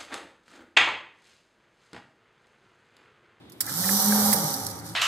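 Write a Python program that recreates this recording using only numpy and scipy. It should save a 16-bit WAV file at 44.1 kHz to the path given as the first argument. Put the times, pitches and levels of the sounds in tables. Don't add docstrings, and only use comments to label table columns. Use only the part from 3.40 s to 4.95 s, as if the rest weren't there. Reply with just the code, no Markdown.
import sys
import numpy as np
from scipy.fft import rfft, irfft, next_fast_len
from scipy.io import wavfile
from scipy.ndimage import map_coordinates

SR = 44100
rng = np.random.default_rng(int(sys.argv[2]) if len(sys.argv) > 2 else 0)


def log_audio(samples):
    frames = np.atleast_2d(samples).T
    limited = np.clip(frames, -1, 1)
    pcm = np.round(limited * 32767).astype(np.int16)
    wavfile.write(sys.argv[1], SR, pcm)


N = 68355

ON_S, OFF_S = .2, .925
TOP_TOOTH_HZ, SPIN_UP_S, COAST_S = 209.5, .11, .45
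# (time [s], level [dB])
HUM_LEVEL = [(.22, -85), (.29, -54), (.33, -43.5), (.372, -36), (.406, -32), (.434, -53), (.45, -35.5),
             (.538, -26.5), (.57, -28.5), (.602, -39.5), (.69, -21.5), (.83, -26), (.9, -24.5),
             (.93, -27.5), (.947, -56), (1.025, -52), (1.05, -28.5), (1.09, -43), (1.16, -50), (1.2, -43),
             (1.26, -45), (1.32, -100)]
OCTAVE_DB, FLUTTER_DB, FLUTTER_PER_S = -23, 3, 40
# (multiple of tooth rate, level [dB re whine])
WHINE_ORDERS = [(.8, -17.5), (1.2, -20.5), (2.6, -21.5), (2.82, -19.5), (3.72, -18.5), (3.9, -13),
                (4.33, -16.5), (4.54, -17), (5, -20.5), (5.54, -24), (6.54, -22.5)]
WHINE_DB, WHINE_SPEED_POWER = -28.5, 10.3
# (time [s], frequency [Hz], level [dB], t60 [s])
AFTER_RING = (.95, 205, -26, .4)

TOOTH_SHARP, TOOTH_SCATTER_DB, STRIKE_SHARE, SLIDE_SHARE, STRIKE_TURN = 1.4, 2.5, .5, .097, .84
LOOSE_S, LOOSE_SHARE, LOOSE_SCATTER_DB, SLIP_TURNS = 1.15, .4, 3.5, .34
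# (time [s], level [dB])
CHAIN_LEVEL = [(.235, -40.5), (.265, -43.5), (.29, -33.5), (.35, -31.5), (.44, -27), (.6, -25), (.7, -26.5),
               (.85, -25.5), (.93, -25.5), (.95, -33.5), (.965, -27.5), (1.03, -31.5), (1.09, -30),
               (1.18, -36.5), (1.22, -37.5), (1.31, -41), (1.335, -43), (1.43, -51), (1.47, -42),
               (1.55, -49)]
# (frequency [Hz], density [dB per Hz])
SLIDE_SPECTRUM = [(1590, -54), (2400, -24), (2700, -22.5), (2920, -11.5), (4010, -1.5), (5170, 0.5),
                  (5720, 1), (6820, -3), (8000, -3), (10400, -12), (17600, -120)]
# (frequency [Hz], density [dB per Hz])
STRIKE_SPECTRUM = [(4000, -30), (7000, -10.5), (8300, -2.5), (10600, -2), (12900, 1), (14000, -7),
                   (15300, -10), (15700, -27), (16200, -65)]
STRIKE_OVER_SLIDE_DB, SPIKE_DB, SPIKES_PER_S = 4, -11, 700
DULL_EDGE_HZ, DULL_SPEED_POWER = 16500 / 1.44, 1.1
# (time [s], level [dB])
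LINK_LEVEL = [(.4, -66), (.52, -35.5), (.9, -42), (1.1, -41.5), (1.25, -47.5), (1.4, -55), (1.45, -75)]
LINK_HZ, LINK_WIDTH_HZ = 5870, 380

# (time [s], scrape level [dB], ring level [dB])
FRAME_LEVELS = [(0.235, -49, -58), (0.281, -49, -44.5), (0.343, -45.5, -52), (0.381, -44, -44.5),
                (0.425, -45, -44.5), (0.461, -41.5, -42), (0.589, -41, -41.5), (0.597, -42, -34),
                (0.663, -39.5, -38.5), (0.813, -37, -31), (0.977, -41, -33.5), (1.105, -45.5, -37),
                (1.329, -51.5, -44.5), (1.55, -55, -52.5)]
# (frequency [Hz], density [dB per Hz])
SCRAPE_SPECTRUM = [(250, -34), (330, -18), (600, -8.5), (1000, 2.5), (1300, 7.5), (1750, 1.5), (2200, -4),
                   (2600, -17), (2800, -35), (3500, -120)]
# (frequency [Hz], width [Hz], level [dB])
FRAME_MODES = [(421.6, 33, -4.5), (541.6, 18, 1), (593, 38, -4.5), (770, 37, 1.5), (816, 34, 1.5),
               (872, 48, -2.5), (946, 28.4, -2), (1144, 25, -6), (1243, 47, -8)]
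# (time [s], level of the lowest mode [dB], level of the next modes [dB])
LOW_LEVELS = [(.235, -51.5, -51.5), (.35, -50.5, -43), (.6, -46, -44.5), (.72, -49.5, -46),
              (.9, -41.5, -53), (1.0, -49, -38), (1.15, -52, -40.5), (1.22, -45, -43.5), (1.35, -46.5, -45),
              (1.55, -47, -46)]
RUMBLE_HZ, RUMBLE_WIDTH_HZ = 108.2, 27.7
# (frequency [Hz], width [Hz], level [dB])
BOOM_MODES = [(170, 46, 0.5), (207.8, 26.4, 1.5), (265.8, 56, -1), (324.5, 76, -7.5)]

# (time [s], snap level [dB], rise [s], t60 [s], ring level [dB re snap])
SWITCH_CLICKS = [(0.2053, -17.5, 0.0011, 0.06, -14), (0.926, -13.5, 0.0041, 0.06, 4)]
# (frequency [Hz], density [dB per Hz])
SNAP_SPECTRUM = [(400, -40), (900, -14), (1840, -5), (2110, -4), (2700, -11.5), (3350, -7.5), (5310, 5),
                 (6380, -9), (7560, 4), (13100, -2.5), (15700, -12), (16500, -36)]
# (frequency [Hz], level [dB re ring], t60 [s])
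CONTACT_MODES = [(6500, -5, .03), (9260, 0, .075), (10300, -7, .045), (12350, -4, .065), (13200, -5, .035)]

# (time [s], level [dB], frequency [Hz], rise [s], t60 [s])
DRUM_KNOCKS = [(.2715, -33.5, 1730, 0.003, 0.096), (.292, -38.5, 1700, .002, 0.069),
               (0.317, -36, 1380, .002, .04), (.33, -41, 1405, .002, .05), (0.4383, -30, 1747, .003, 0.063),
               (.4903, -20, 1780, 0.00045, 0.023), (0.7227, -16.5, 1570, 0.0012, 0.016),
               (.925, -25.5, 1757, 0.0014, 0.039)]
# (ratio to knock frequency, level [dB re knock])
DRUM_MODES = [(.78, -3), (1, 2.5), (1.15, -4.5), (1.4, -14)]
KNOCK_SPREAD_DB, KNOCK_WANDER_TURNS = 2, .3

# (time [s], level [dB])
TICK_HITS = [(.097, -40), (.241, -36), (.254, -30), (0.264, -22)]
TICK_T60_S, TICK_RISE_S = .029, .00091
# (time [s], level [dB], rise [s], t60 [s])
HAND_RUSTLE = (.1, -61.5, 0.1, 4)
# (time [s], level [dB], t60 [s])
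LINK_SLAPS = [(.12, -48, 0.072), (1.0408, -22, .015), (1.109, -29, .02), (1.14, -24.5, 0.04),
              (1.19, -32, .015), (1.199, -31, .015), (1.2074, -34, 0.014), (1.2185, -33, .012),
              (1.2359, -30, .012), (1.2482, -28, .015), (1.2605, -31, .01), (1.266, -19.5, 0.016),
              (1.273, -29, .015), (1.288, -35, 0.022), (1.3005, -33, .025), (1.3114, -33, 0.023),
              (1.379, -46, .05), (1.388, -42, .04), (1.398, -40.5, .025), (1.4434, -48, 0.037),
              (1.4573, -45, 0.034), (1.473, -46, .03), (1.4893, -41, .03), (1.4958, -39, 0.027)]
SLAP_RISE_S = .00047
# (frequency [Hz], density [dB per Hz])
SLAP_SPECTRUM = [(3000, -24), (4500, 4.5), (6500, -4.5), (8500, -5), (11300, 1), (12600, -4.5),
                 (13800, -16), (15500, -17), (16000, -70)]

# (frequency [Hz], density [dB per Hz])
YARD_SPECTRUM = [(15, -70), (40, -50), (82, -8), (126, -10.5), (204, -11), (330, -3), (450, -16.5),
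                 (800, -21.5), (2000, -26.5), (2700, -30), (3550, -24.5), (6000, -43), (9000, -42),
                 (15600, -61), (16200, -94)]
YARD_DB = -50.5

# (frequency [Hz], left-right correlation)
PORT_LIKENESS = [(60, 1), (270, 0.87), (450, 0.69), (800, 0.75), (1300, 0.16), (2500, 0.59), (5000, 0.13),
                 (9000, 0.12), (15000, 0.14)]
# (frequency [Hz], left minus right [dB])
PORT_BALANCE = [(60, -6), (110, 1.5), (200, -0.5), (380, 0), (700, -1.5), (1290, 0.5), (2380, -2.5),
                (4400, 3), (8120, -4.5), (15000, -23)]
LEFT_LEAD_S, BAND_LIMIT_HZ = .00012, 16600


def amp(db):
    return 10 ** (np.asarray(db) / 20)


def unit(x):
    return x / np.sqrt(np.mean(x ** 2) + 1e-20)


def along(points, hz):
    f, v = np.transpose(points)
    return np.interp(np.log(hz + 1), np.log(f + 1), v)


def spectrum(points):
    return lambda hz: amp(along(points, hz))


def curves(rows):
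    s, *cols = np.transpose(rows)
    return [np.interp(np.arange(N) / SR, s, c) for c in cols]


def filtered(x, response):
    m = next_fast_len(N + SR // 2)
    return irfft(rfft(x, m) * response(np.fft.rfftfreq(m, 1 / SR)), m)[..., :N]


def peaks(rows, f):
    total = 0
    for k, (centre, width, db) in enumerate(rows):
        band = 1j * f * width
        total = total + (-1) ** k * amp(db) * band / (centre * centre - f * f + band)
    return total


def port_lean(hz):
    return amp(along(PORT_BALANCE, hz) * np.array([[.5], [-.5]]))


def ports(pair, colour):
    def mid_side(hz):
        angle = np.arccos(np.clip(along(PORT_LIKENESS, hz), -1, 1)) / 2
        return colour(hz) * [np.cos(angle), np.sin(angle)]

    def lean_and_lead(hz):
        return port_lean(hz) * np.exp(1j * np.pi * hz * LEFT_LEAD_S * np.array([[1], [-1]]))

    mid, side = filtered(pair, mid_side)
    out = filtered(np.array([mid + side, mid - side]), lean_and_lead)
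    return out / np.sqrt(np.mean(out.mean(0) ** 2))


def noise():
    return rng.standard_normal((2, N))


def wobble(rate):
    knots = rng.standard_normal(int(N * rate / SR) + 4)
    return map_coordinates(knots, [np.arange(N) * rate / SR])


def burst(start_s, rise_s, t60):
    t = np.maximum(np.arange(N) / SR - start_s, 0)
    return (1 - np.exp(-t / rise_s)) * amp(-60 * t / t60), t


def reel():
    running = burst(ON_S + .015, .01, 1e6)[0]
    turns = np.cumsum(TOP_TOOTH_HZ * speed()) / SR
    size = rng.standard_normal(400)
    slide_gate = teeth(turns, SLIDE_SHARE, size)
    return running * (motor_tones(turns) + chain(turns, size, slide_gate)
                      + singing_links(slide_gate) + frame(slide_gate))


def speed():
    t = np.arange(N) / SR
    spin_up = 1 - np.exp(-np.maximum(t - ON_S, 0) / SPIN_UP_S)
    return spin_up * np.exp(-np.maximum(t - OFF_S, 0) / COAST_S)


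def motor_tones(turns):
    octave = amp(OCTAVE_DB + FLUTTER_DB * wobble(FLUTTER_PER_S)) * np.sin(4 * np.pi * turns)
    hum = amp(curves(HUM_LEVEL)[0]) * (np.sin(2 * np.pi * turns) + octave)
    whine = np.zeros(N)
    for order, db in WHINE_ORDERS:
        level = amp(db + FLUTTER_DB * wobble(FLUTTER_PER_S))
        whine += level * np.sin(2 * np.pi * (order * turns + rng.random()))
    start_s, hz, db, t60 = AFTER_RING
    env, t = burst(start_s, .012, t60)
    whine *= amp(WHINE_DB) * speed() ** WHINE_SPEED_POWER * (1 - env)
    after_ring = amp(db) * env * np.sin(2 * np.pi * hz * t)
    return np.sqrt(2) * (hum + whine + after_ring)


def teeth(turns, share, size):
    slack = 1 / (1 + np.exp(-(np.arange(N) / SR - LOOSE_S) / .051))
    slip = np.interp(turns, np.arange(len(size)), size[::-1])
    turns = turns + SLIP_TURNS * slack * slip
    from_strike = turns - STRIKE_TURN
    hump = unit((.5 + .5 * np.cos(2 * np.pi * from_strike)) ** TOOTH_SHARP)
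    share = np.clip(share + (LOOSE_SHARE - STRIKE_SHARE) * slack, 0, 1)
    scatter_db = TOOTH_SCATTER_DB + (LOOSE_SCATTER_DB - TOOTH_SCATTER_DB) * slack
    tooth_size = size[(from_strike + 1.5).astype(int)]
    return unit(1 - share + share * hump * amp(tooth_size * scatter_db))


def chain(turns, size, slide_gate):
    spikes = unit((rng.random(N) < SPIKES_PER_S / SR) * rng.standard_normal(N))
    hits = teeth(turns, STRIKE_SHARE, size) * (noise() + amp(SPIKE_DB) * spikes)
    strikes = ports(hits, spectrum(STRIKE_SPECTRUM))
    dull = filtered(strikes, lambda f: 1 / (1 + (f / DULL_EDGE_HZ) ** 8))
    strikes = dull + (strikes - dull) * speed() ** DULL_SPEED_POWER
    slide = ports(slide_gate * noise(), spectrum(SLIDE_SPECTRUM))
    return amp(curves(CHAIN_LEVEL)[0]) * (slide + amp(STRIKE_OVER_SLIDE_DB) * strikes) / 2


def singing_links(slide_gate):
    sing = ports(slide_gate * noise(), lambda f: peaks([(LINK_HZ, LINK_WIDTH_HZ, 0)], f) ** 2)
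    return amp(curves(LINK_LEVEL)[0]) * sing


def frame(slide_gate):
    scrape_db, ring_db = curves(FRAME_LEVELS)
    rumble_db, boom_db = curves(LOW_LEVELS)
    scrape = ports(slide_gate * noise(), spectrum(SCRAPE_SPECTRUM))
    ring = ports(slide_gate * noise(), lambda f: peaks(FRAME_MODES, f) * (f < 2500))
    rumble = ports(noise(), lambda f: peaks([(RUMBLE_HZ, RUMBLE_WIDTH_HZ, 0)], f) ** 2)
    boom = ports(noise(), lambda f: peaks(BOOM_MODES, f) ** 2)
    return amp(scrape_db) * scrape + amp(ring_db) * ring + amp(rumble_db) * rumble + amp(boom_db) * boom


def switch():
    snap = ports(noise(), spectrum(SNAP_SPECTRUM))
    out = np.zeros((2, N))
    for s, db, rise_s, t60, ring_db in SWITCH_CLICKS:
        out += amp(db) * burst(s, rise_s, t60)[0] * snap
        for hz, mode_db, ring_t60 in CONTACT_MODES:
            env, t = burst(s + rise_s, rise_s, ring_t60)
            tone = np.sin(2 * np.pi * (hz * t + rng.random((2, 1))))
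            out += amp(db + ring_db + mode_db - 5.5) * port_lean(hz) * env * tone
    return out


def drum():
    out = np.zeros((2, N))
    for s, db, hz, rise_s, t60 in DRUM_KNOCKS:
        env, t = burst(s, rise_s, t60)
        for ratio, mode_db in DRUM_MODES:
            port_phase = rng.random((2, 1)) * .36
            turns = ratio * hz * t + KNOCK_WANDER_TURNS * wobble(100) + port_phase
            level = amp(db + mode_db + rng.normal(0, KNOCK_SPREAD_DB))
            out += level * env * np.sin(2 * np.pi * turns)
    return out


def link_slaps():
    env = sum(amp(db) * burst(s, SLAP_RISE_S, t60)[0] for s, db, t60 in LINK_SLAPS)
    return env * ports(noise(), spectrum(SLAP_SPECTRUM))


def hand_ticks():
    env = sum(amp(db) * burst(s, TICK_RISE_S, TICK_T60_S)[0] for s, db in TICK_HITS) / 2
    start_s, db, rise_s, t60 = HAND_RUSTLE
    env = env + amp(db) * burst(start_s, rise_s, t60)[0]
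    slide, strike = spectrum(SLIDE_SPECTRUM), spectrum(STRIKE_SPECTRUM)
    return env * ports(noise(), lambda f: slide(f) + strike(f))


def yard():
    return amp(YARD_DB) * ports(noise(), spectrum(YARD_SPECTRUM))


def scene():
    return reel() + switch() + drum() + link_slaps() + hand_ticks() + yard()


def record(dry):
    return filtered(dry, lambda hz: hz < BAND_LIMIT_HZ)


dry = scene()
out = record(dry)
log_audio(out)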